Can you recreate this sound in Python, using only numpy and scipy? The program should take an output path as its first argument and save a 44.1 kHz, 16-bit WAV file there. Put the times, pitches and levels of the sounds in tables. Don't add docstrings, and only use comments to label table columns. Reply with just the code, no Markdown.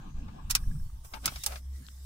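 import sys
import numpy as np
from scipy import signal
from scipy.fft import rfft, irfft, next_fast_len
from scipy.io import wavfile
from scipy.ndimage import uniform_filter1d, map_coordinates

SR = 44100
rng = np.random.default_rng(int(sys.argv[2]) if len(sys.argv) > 2 else 0)


def volts_from_decibels(level):
    exponent = np.asarray(level, float) / 20
    return 10 ** exponent


def pcm_store(signal):
    levels = np.round(np.clip(np.atleast_2d(signal), -1, 1) * 32767)
    wavfile.write(sys.argv[1], SR, levels.astype(np.int16).T)


N = 90404
EARS = np.array([[.5], [-.5]])
APART = [(1000, 0.009)]


def unit(x):
    return x / np.sqrt(np.mean(x ** 2) + 1e-20)


def along(points, hz):
    f, v = np.transpose(points)
    return np.interp(np.log(hz + 1), np.log(f + 1), v)


def curves(rows):
    s, *columns = np.transpose(rows)
    return [np.interp(np.arange(N) / SR, s, column) for column in columns]


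def wobble(rate):
    knots = rng.standard_normal(int(N * rate / SR) + 4)
    return map_coordinates(knots, [np.arange(N) * rate / SR])


def filtered(x, response):
    m = next_fast_len(N + SR // 2)
    return irfft(rfft(x, m) * response(np.fft.rfftfreq(m, 1 / SR)), m)[..., :N]


def rush(spectrum, alike, patchy_db):
    z = signal.stft(rng.standard_normal((2, N)), nperseg=512)[2]
    field = uniform_filter1d(rng.standard_normal(z.shape[1:]), 6, 0)
    field = uniform_filter1d(field, 10, 1)
    pair = signal.istft(z * volts_from_decibels(patchy_db * unit(field)), nperseg=512)[1][:, :N]

    def mid_side(hz):
        turn = np.arccos(np.clip(along(alike, hz), -1, 1)) / 2
        return volts_from_decibels(along(spectrum, hz)) * [np.cos(turn), np.sin(turn)]

    mid, side = filtered(pair, mid_side)
    return unit(np.array([mid + side, mid - side]))


def leaning(pair, balance):
    return filtered(pair, lambda hz: volts_from_decibels(along(balance, hz) * EARS))


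def even(pair, size):
    power = np.abs(uniform_filter1d(np.mean(pair ** 2, 0), size=size))
    return unit(pair / np.sqrt(power + 0.72))


def tone(rows, waver_hz, flutter_db, rate):
    hz, db = curves(rows)
    level = np.sqrt(2) * volts_from_decibels(db + flutter_db * wobble(rate))
    turns = np.cumsum(hz + waver_hz * wobble(rate)) / SR
    return level * np.sin(2 * np.pi * turns)


# (frequency [Hz], relative level [dB])
HISS_COLOUR = [(120, -43), (200, -10.5), (333, -10.5), (446, -18.5), (690, -26), (769, -42), (2290, -25.5),
               (4660, -56), (15500, -40)]


def microphone_hiss():
    return volts_from_decibels(-72.5) * rush(HISS_COLOUR, [(1000, 0.016)], patchy_db=4.0)


# (time [s], average pitch [Hz], average level [dB])
HUM = [(0.9, 58.6, -87.5), (0.912, 58.9, -55), (0.944, 59.7, -35), (0.962, 58.7, -53.5),
       (1.062, 59.15, -44), (1.088, 57.75, -62.5), (1.222, 57.4, -43.5), (1.328, 61.3, -65.5),
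       (1.36, 62.4, -39), (1.424, 64.1, -57), (1.512, 61.86, -39), (1.612, 65.27, -45),
       (1.682, 66.6, -37.5), (1.766, 66.8, -38.5), (1.846, 63.58, -51), (2.05, 66.8, -41.5)]


def cabin_hum():
    fade_in = np.clip((np.arange(N) / SR - .8) / .1, 0, 1)
    return tone(HUM, waver_hz=0.48, flutter_db=0.41, rate=9.24) * fade_in


# (time [s], average pitch [Hz], average level [dB])
WHINE = [(.55, 930, -101), (.75, 919, -78.5), (1.1, 924, -78), (1.14, 930, -92)]
# (time [s], average pitch [Hz], average level [dB])
SQUEAK = [(1.37, 3670, -90), (1.39, 3660, -68), (1.43, 3660, -54), (1.44, 3700, -88)]


def whine_and_squeak():
    whine = tone(WHINE, waver_hz=2.6, flutter_db=1.5, rate=21.7) * volts_from_decibels(3 * EARS)
    squeak = tone(SQUEAK, waver_hz=88, flutter_db=2.5, rate=180) * volts_from_decibels(.2 * EARS)
    return whine + squeak


# (time [s], deep level [dB], upper level [dB], level of the flutter above it [dB])
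HANDLING = [(0.0, -45.5, -49.5, -62.5), (0.08, -44, -54.5, -47), (0.12, -56, -45.5, -59),
            (0.15, -35, -50, -59.5), (0.25, -43, -49, -48), (0.32, -41.5, -50, -54.5),
            (0.36, -49, -59, -49), (0.44, -37.5, -46, -60.5), (0.61, -37, -45, -56), (0.68, -31, -43, -51),
            (0.73, -41.5, -40.5, -51), (0.8, -33.5, -43.5, -61), (0.87, -39, -49, -78),
            (0.95, -46, -52, -65.5), (1.06, -47, -55, -84), (1.1, -50.5, -66, -84),
            (1.24, -47.5, -54, -56.5), (1.28, -46, -48.5, -52.5), (1.41, -51.5, -59, -97),
            (1.45, -52.5, -57, -64.5), (1.75, -53.5, -61, -68), (1.8, -66, -60, -61.5),
            (2.0, -57, -63.5, -73.5), (2.05, -64, -73, -77)]
# (frequency [Hz], relative level [dB])
DEEP = [(5.9, -55), (10, -4.5), (25, 3), (43, -6.5), (90, -12.5), (120, -30), (200, -120)]
UPPER = [(35, -12), (60, 4), (75, -4), (135, 1.5), (220, -18.5), (290, -48), (480, -120)]
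FLUTTER = [(100, -33), (170, 0.5), (314, -12.5), (383, -29.5), (500, -25.5), (650, -67), (1100, -120)]
# (frequency [Hz], likeness [-1 to 1])
UPPER_ALIKE = [(80, 0.97), (150, 0.97), (300, 0.68), (500, 0.082)]


def handling_rumble():
    deep_db, upper_db, flutter_db = curves(HANDLING)
    out = volts_from_decibels(deep_db) * even(rush(DEEP, [(40, .999)], patchy_db=3.0), size=2600)
    upper_level = volts_from_decibels(upper_db + 3.4 * wobble(26.04))
    out += upper_level * even(rush(UPPER, UPPER_ALIKE, patchy_db=-1.0), size=1500)
    flutter_level = volts_from_decibels(flutter_db + 0.76 * wobble(26.0))
    out += flutter_level * even(rush(FLUTTER, UPPER_ALIKE, patchy_db=-0.9), size=1200)
    return out


# (time [s], level before the soft start [dB], pitch [Hz], time to fall 60 dB [s])
THUMPS = [(.185, -35, 53, 0.05), (0.629, -27, 81, 0.064), (0.657, -24.5, 13.12, 0.85),
          (0.672, -15, 63, 0.047), (0.718, -27.5, 146, 0.068), (0.756, -35, 81, 0.045),
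          (.8, -28, 105, 0.032), (1.245, -38, 260, 0.037), (1.26, -34.5, 169, 0.09),
          (1.265, -34.5, 311, 0.047), (1.804, -44.5, 252, 0.081)]


def hand_thumps():
    out = np.zeros(N)
    for s, db, pitch_hz, t60 in THUMPS:
        since = np.maximum(np.arange(N) / SR - s, 0)
        soft_start = 1 - np.exp(-since / 0.0043)
        out += volts_from_decibels(db - 60 * since / t60) * soft_start * np.sin(2 * np.pi * pitch_hz * since)
    return out


# (time [s], treble level before a 4 dB lift and its balance [dB],
# middle level before its balance [dB])
RUSTLE = [(0, -93, -56.5), (.1, -101, -56.5), (.135, -98, -70), (.17, -109, -58.5), (.4, -97, -57),
          (.46, -80, -62), (.56, -64.5, -59), (.65, -66, -63), (.8, -68, -69), (.97, -74.5, -70.5),
          (1.03, -75.5, -71.5), (1.05, -58, -61), (1.1, -66.5, -68.5), (1.16, -59.5, -47), (1.19, -68, -66),
          (1.3, -58.5, -57.5), (1.62, -70.5, -79), (1.68, -73, -74), (1.76, -66.5, -72), (1.9, -67.5, -78),
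          (2.05, -67, -72.5)]
# (frequency [Hz], relative level [dB])
TREBLE = [(2060, -50), (3500, -41), (4520, -25), (5050, -4.5), (5510, 2), (6900, -8), (8530, -2),
          (11100, -6), (13300, -5.5), (15500, -7.5)]
MIDDLE = [(210, -46.5), (350, -6.5), (543, -10.5), (767, -3), (885, -0.5), (950, -7.5), (1080, -0.5),
          (1220, -3), (1340, -13.5), (1660, -7.5), (1920, -30), (2400, -12.5), (4000, -20.5), (5260, -45),
          (6000, -38), (7800, -78), (13200, -120)]
# (frequency [Hz], left-right difference [dB])
TREBLE_BALANCE = [(60, 0.0), (110, 0.0), (200, 2), (380, 6), (700, 8), (1290, 12), (2380, 8), (4400, 17.5),
                  (8120, -12.5), (15000, -11)]
MIDDLE_BALANCE = [(60, -6), (110, 6), (200, 6), (380, -1.5), (700, 2), (1290, 5), (2380, 6.5), (4400, 0),
                  (8120, -8), (15000, 1.0)]
# (frequency [Hz], likeness [-1 to 1])
MIDDLE_ALIKE = [(350, 0.19), (650, -0.56), (1400, 0.11), (3000, -0.21)]


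def cloth_rustle():
    treble_db, middle_db = curves(RUSTLE)
    treble = volts_from_decibels(treble_db + 4.0) * leaning(rush(TREBLE, APART, patchy_db=3.0), TREBLE_BALANCE)
    middle_level = volts_from_decibels(middle_db + 0.35 * wobble(24))
    middle = leaning(rush(MIDDLE, MIDDLE_ALIKE, patchy_db=2.5), MIDDLE_BALANCE)
    return treble + middle_level * middle


# (time [s], level of its swish [dB], level of its hiss [dB])
SHUFFLE = [(1.66, -84, -70.5), (1.75, -67.5, -65.5), (1.88, -66, -60.5), (1.95, -79, -64.5),
           (2.05, -78, -64.5)]
# (frequency [Hz], relative level [dB])
SLEEVE = [(530, -42), (900, -14), (1320, -2), (1410, 1), (1750, 2.5), (2800, -14), (3640, -45),
          (6160, -120)]
SLEEVE_HISS = [(1180, -44), (2000, 1), (2350, -19), (3020, -1), (4110, 0.5), (8000, -0.5), (10400, -39),
               (17600, -120)]


def sliding_sleeve():
    swish_db, hiss_db = curves(SHUFFLE)
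    swish = volts_from_decibels(swish_db) * rush(SLEEVE, APART, patchy_db=-5.0)
    return swish + volts_from_decibels(hiss_db) * rush(SLEEVE_HISS, APART, patchy_db=4.5)


# (time [s], hiss level before a 1 dB lift and the balance [dB],
# low scrape level before a 3 dB lift and the balance [dB])
RUB = [(1.2, -73, -101), (1.24, -55.5, -56), (1.28, -53, -63), (1.34, -52, -78), (1.37, -50.5, -73),
       (1.42, -52.5, -95), (1.46, -48, -54), (1.49, -47.5, -52.5), (1.53, -50, -51.5), (1.57, -53.5, -58.5),
       (1.59, -56, -70), (1.62, -83, -83.5)]
# (frequency [Hz], relative level [dB])
RUB_HISS = [(1060, -37), (1800, -3), (2060, 1.5), (2320, -16), (2560, -6), (3290, 1), (3770, -2.5),
            (4850, -0.5), (15500, -6)]
RUB_SCRAPE = [(180, -59), (300, -25), (553, -2), (735, -5.5), (847, -12.5), (1000, -16), (1330, -7.5),
              (1820, -16), (2500, -13.5), (3250, -31), (5500, -120)]
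# (frequency [Hz], left-right difference [dB])
RUB_BALANCE = [(60, 2), (110, 7), (200, 2), (380, -3), (700, 8.5), (1290, 3), (2380, 0.5), (4400, 6.5),
               (8120, -5), (15000, -4)]


def finger_rub():
    hiss_db, scrape_db = curves(RUB)
    hiss = volts_from_decibels(hiss_db + 1 + 0.23 * wobble(41.3)) * rush(RUB_HISS, APART, patchy_db=1.2)
    scrape = volts_from_decibels(scrape_db + 3 + 1.8 * wobble(90)) * rush(RUB_SCRAPE, APART, patchy_db=-0.7)
    return leaning(hiss + scrape, RUB_BALANCE)


# (time [s], level before a small random
# change and the soft start [dB], pitch [Hz], time to fall 60 dB [s], left-right difference [dB])
RINGS = [(.283, -49.5, 866, 0.07, 12), (0.499, -44, 1200, 0.026, -4), (0.5518, -24.5, 1253, 0.023, 0),
         (.553, -21, 2660, 0.018, -9), (.5525, -19.5, 5590, 0.022, 5), (.637, -51, 1663, 0.036, 7.5),
         (.713, -49.5, 1670, 0.036, 11), (.754, -56, 1320, 0.023, 1), (.797, -56, 1650, 0.039, 5),
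         (.898, -51, 1230, 0.024, 2), (1.138, -34.5, 1240, 0.023, 18), (1.15, -38, 880, 0.087, 8),
         (1.168, -42, 870, 0.043, 3), (1.2596, -17.5, 5350, 0.011, 6), (1.258, -29.5, 2190, 0.026, 11),
         (1.278, -24, 1332, 0.028, 4.5), (1.464, -35.5, 864, 0.063, 6), (1.557, -42.5, 1655, 0.035, 10),
         (1.48, -38, 687, 0.025, -6), (1.514, -46, 594, .04, 9), (1.358, -40, 640, 0.033, 1)]
DRY_TICKS = [(1.8667, -32.5, 4500, 0.0022, 13), (1.886, -37, 3440, 0.0034, 16),
             (1.886, -39.5, 1400, 0.0053, 12)]


def small_part_rings():
    out, t = np.zeros((2, N + SR)), np.arange(4096) / SR
    for s, db, pitch_hz, t60, pan in RINGS + DRY_TICKS:
        level = volts_from_decibels(db + EARS * pan - 60 * t / t60 + rng.normal(0, 1))
        soft_start = 1 - np.exp(-t * pitch_hz / np.clip(40 * t60, .5, 1.3))
        drift = .06 * np.cumsum(rng.standard_normal(len(t)))
        ring = level * soft_start * np.sin(2 * np.pi * pitch_hz * t + EARS + drift)
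        out[:, round(s * SR):][:, :4096] += ring
    return out[:, :N]


# (frequency [Hz], time to fall 60 dB [s])
CABIN = [(300, 0.065), (1200, 0.073), (4000, 0.054), (12000, 0.039)]


def cabin_tail():
    tail_db, right_lag_s = 1.5, .0003
    hz, frame, z = signal.stft(rng.standard_normal((2, 8192)), SR, nperseg=128)
    fade = volts_from_decibels(-60 * frame / along(CABIN, hz)[:, None])
    tail = signal.istft(z * fade, SR, nperseg=128)[1][:, :8192]
    tail = volts_from_decibels(tail_db) * tail / np.linalg.norm(tail[0])
    tail[0, 0] += 1
    tail[1, round(right_lag_s * SR)] += 1
    return tail


def hit(rattle_s, colour_db):
    contacts_per_s, uneven_db, rise_share = 5000, 4, 0.2
    t = np.arange(8192) / SR
    rise = 1 - np.exp(-(t + 1e-4) / (rise_share * rattle_s))
    shape = rise * np.exp(-(t / max(rattle_s, 3e-4)) ** 1.9)
    contacts = rng.standard_normal(8192) * (rng.random(8192) < contacts_per_s / SR)
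    contacts *= shape * volts_from_decibels(uneven_db * rng.standard_normal(8192))
    raw = rfft(contacts, 16384) * rfft(cabin_tail(), 16384)
    white = np.abs(uniform_filter1d(np.abs(raw) ** 2, size=200, axis=1)) ** -.5
    cepstrum = irfft(np.log(white * volts_from_decibels(np.clip(colour_db, -80, 80))), 16384)
    cepstrum[:, 1:8192] *= 2
    cepstrum[:, 8193:] = 0
    out = irfft(raw * np.exp(rfft(cepstrum)), 16384)[:, :8192]
    return out / np.sqrt(np.mean(out[:, :384] ** 2)) / 3


def hit_axes():
    hz = np.fft.rfftfreq(16384, 1 / SR)
    return hz, np.log2((hz + 200) / 4000)


# (time [s], nominal peak level [dB], rattle length [s],
# tilt [dB per octave], left-right difference [dB])
KNOCKS = [(0.28, -46, 0.011, -5, 3), (.542, -39, 0.011, -1.5, 4), (1.045, -46, 0.0083, -3.5, 5),
          (1.136, -29, 0.008, -1, 6), (1.167, -42, 0.011, -5.5, 1), (1.241, -36.5, 0.028, -0.5, -0.5),
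          (1.276, -22, 0.0053, 2, 1), (1.319, -38, 0.0032, -6.5, 3.5), (1.358, -32, 0.0042, 2.3, 2),
          (1.52, -37, 0.0051, -1, 0), (1.557, -34.5, 0.0019, 0.6, 5)]
# (frequency [Hz], relative level [dB])
TRIM = [(120, -31.5), (200, -6), (315, -15), (430, -13), (812, -5), (1110, -8.5), (1350, -0.5), (1880, -13),
        (2210, -4.5), (3240, -11), (3890, -7.5), (4180, -13), (4840, -6.5), (6470, -16.5), (15500, -39)]


def trim_knocks():
    out = np.zeros((2, N + SR))
    hz, octave = hit_axes()
    for s, db, rattle_s, tilt, pan in KNOCKS:
        colour = along(TRIM, hz) + tilt * octave + EARS * pan
        out[:, round(s * SR):][:, :8192] += volts_from_decibels(db) * hit(rattle_s, colour)
    return out[:, :N]


# (time [s], nominal peak level [dB], rattle length [s],
# tilt [dB per octave], extra left-right difference [dB], its tilt [dB per octave])
SNAPS = [(0.4976, -22.5, 0.0076, -3.5, 0, 1.5), (0.506, -13.5, 0.0055, -0.8, -0.5, 2),
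         (0.5506, -9, 0.0035, -1.5, 2.1, 2.5), (1.2565, -12, 0.0031, 0, 2.5, 1.5),
         (1.4354, -23, 0.0059, -1.5, -2, 6), (1.462, -13, 0.0024, 0.5, 1, 2.5)]
# (frequency [Hz], relative level [dB])
LOCK = [(410, -39), (700, -22.5), (1220, -12), (1800, -15), (2590, -8.5), (3070, -10.5), (3870, -7),
        (4520, -6), (5360, -1), (6260, -3.5), (7030, -5), (8540, -5.5), (9470, -8), (13400, -9.5),
        (15500, -7.5)]
# (frequency [Hz], left-right difference [dB])
LOCK_BALANCE = [(60, 24), (110, -11), (200, 3), (380, 15), (700, 5.5), (1290, 16), (2380, -0.5), (4400, 3),
                (8120, -13.5), (15000, -14.5)]


def lock_snaps():
    out = np.zeros((2, N + SR))
    hz, octave = hit_axes()
    for s, db, rattle_s, tilt, pan, lean in SNAPS:
        balance = along(LOCK_BALANCE, hz) + pan + lean * octave
        colour = along(LOCK, hz) + tilt * octave + EARS * balance
        out[:, round(s * SR):][:, :8192] += volts_from_decibels(db) * hit(rattle_s, colour)
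    return out[:, :N]


def scene():
    clicks = lock_snaps() + trim_knocks() + small_part_rings()
    rustle = cloth_rustle() + finger_rub() + sliding_sleeve()
    handling = handling_rumble() + hand_thumps()
    background = cabin_hum() + whine_and_squeak() + microphone_hiss()
    return clicks + rustle + handling + background


def band_limit(x):
    return signal.sosfilt(signal.butter(12, 16680, fs=SR, output="sos"), x)


def record(dry):
    top_hz, width_hz = 15800, 70
    mix = filtered(dry, lambda hz: 1 / (1 + np.exp(np.clip((hz - top_hz) / width_hz, -50, 50))))
    return band_limit(mix)


dry = scene()
out = record(dry)
pcm_store(out)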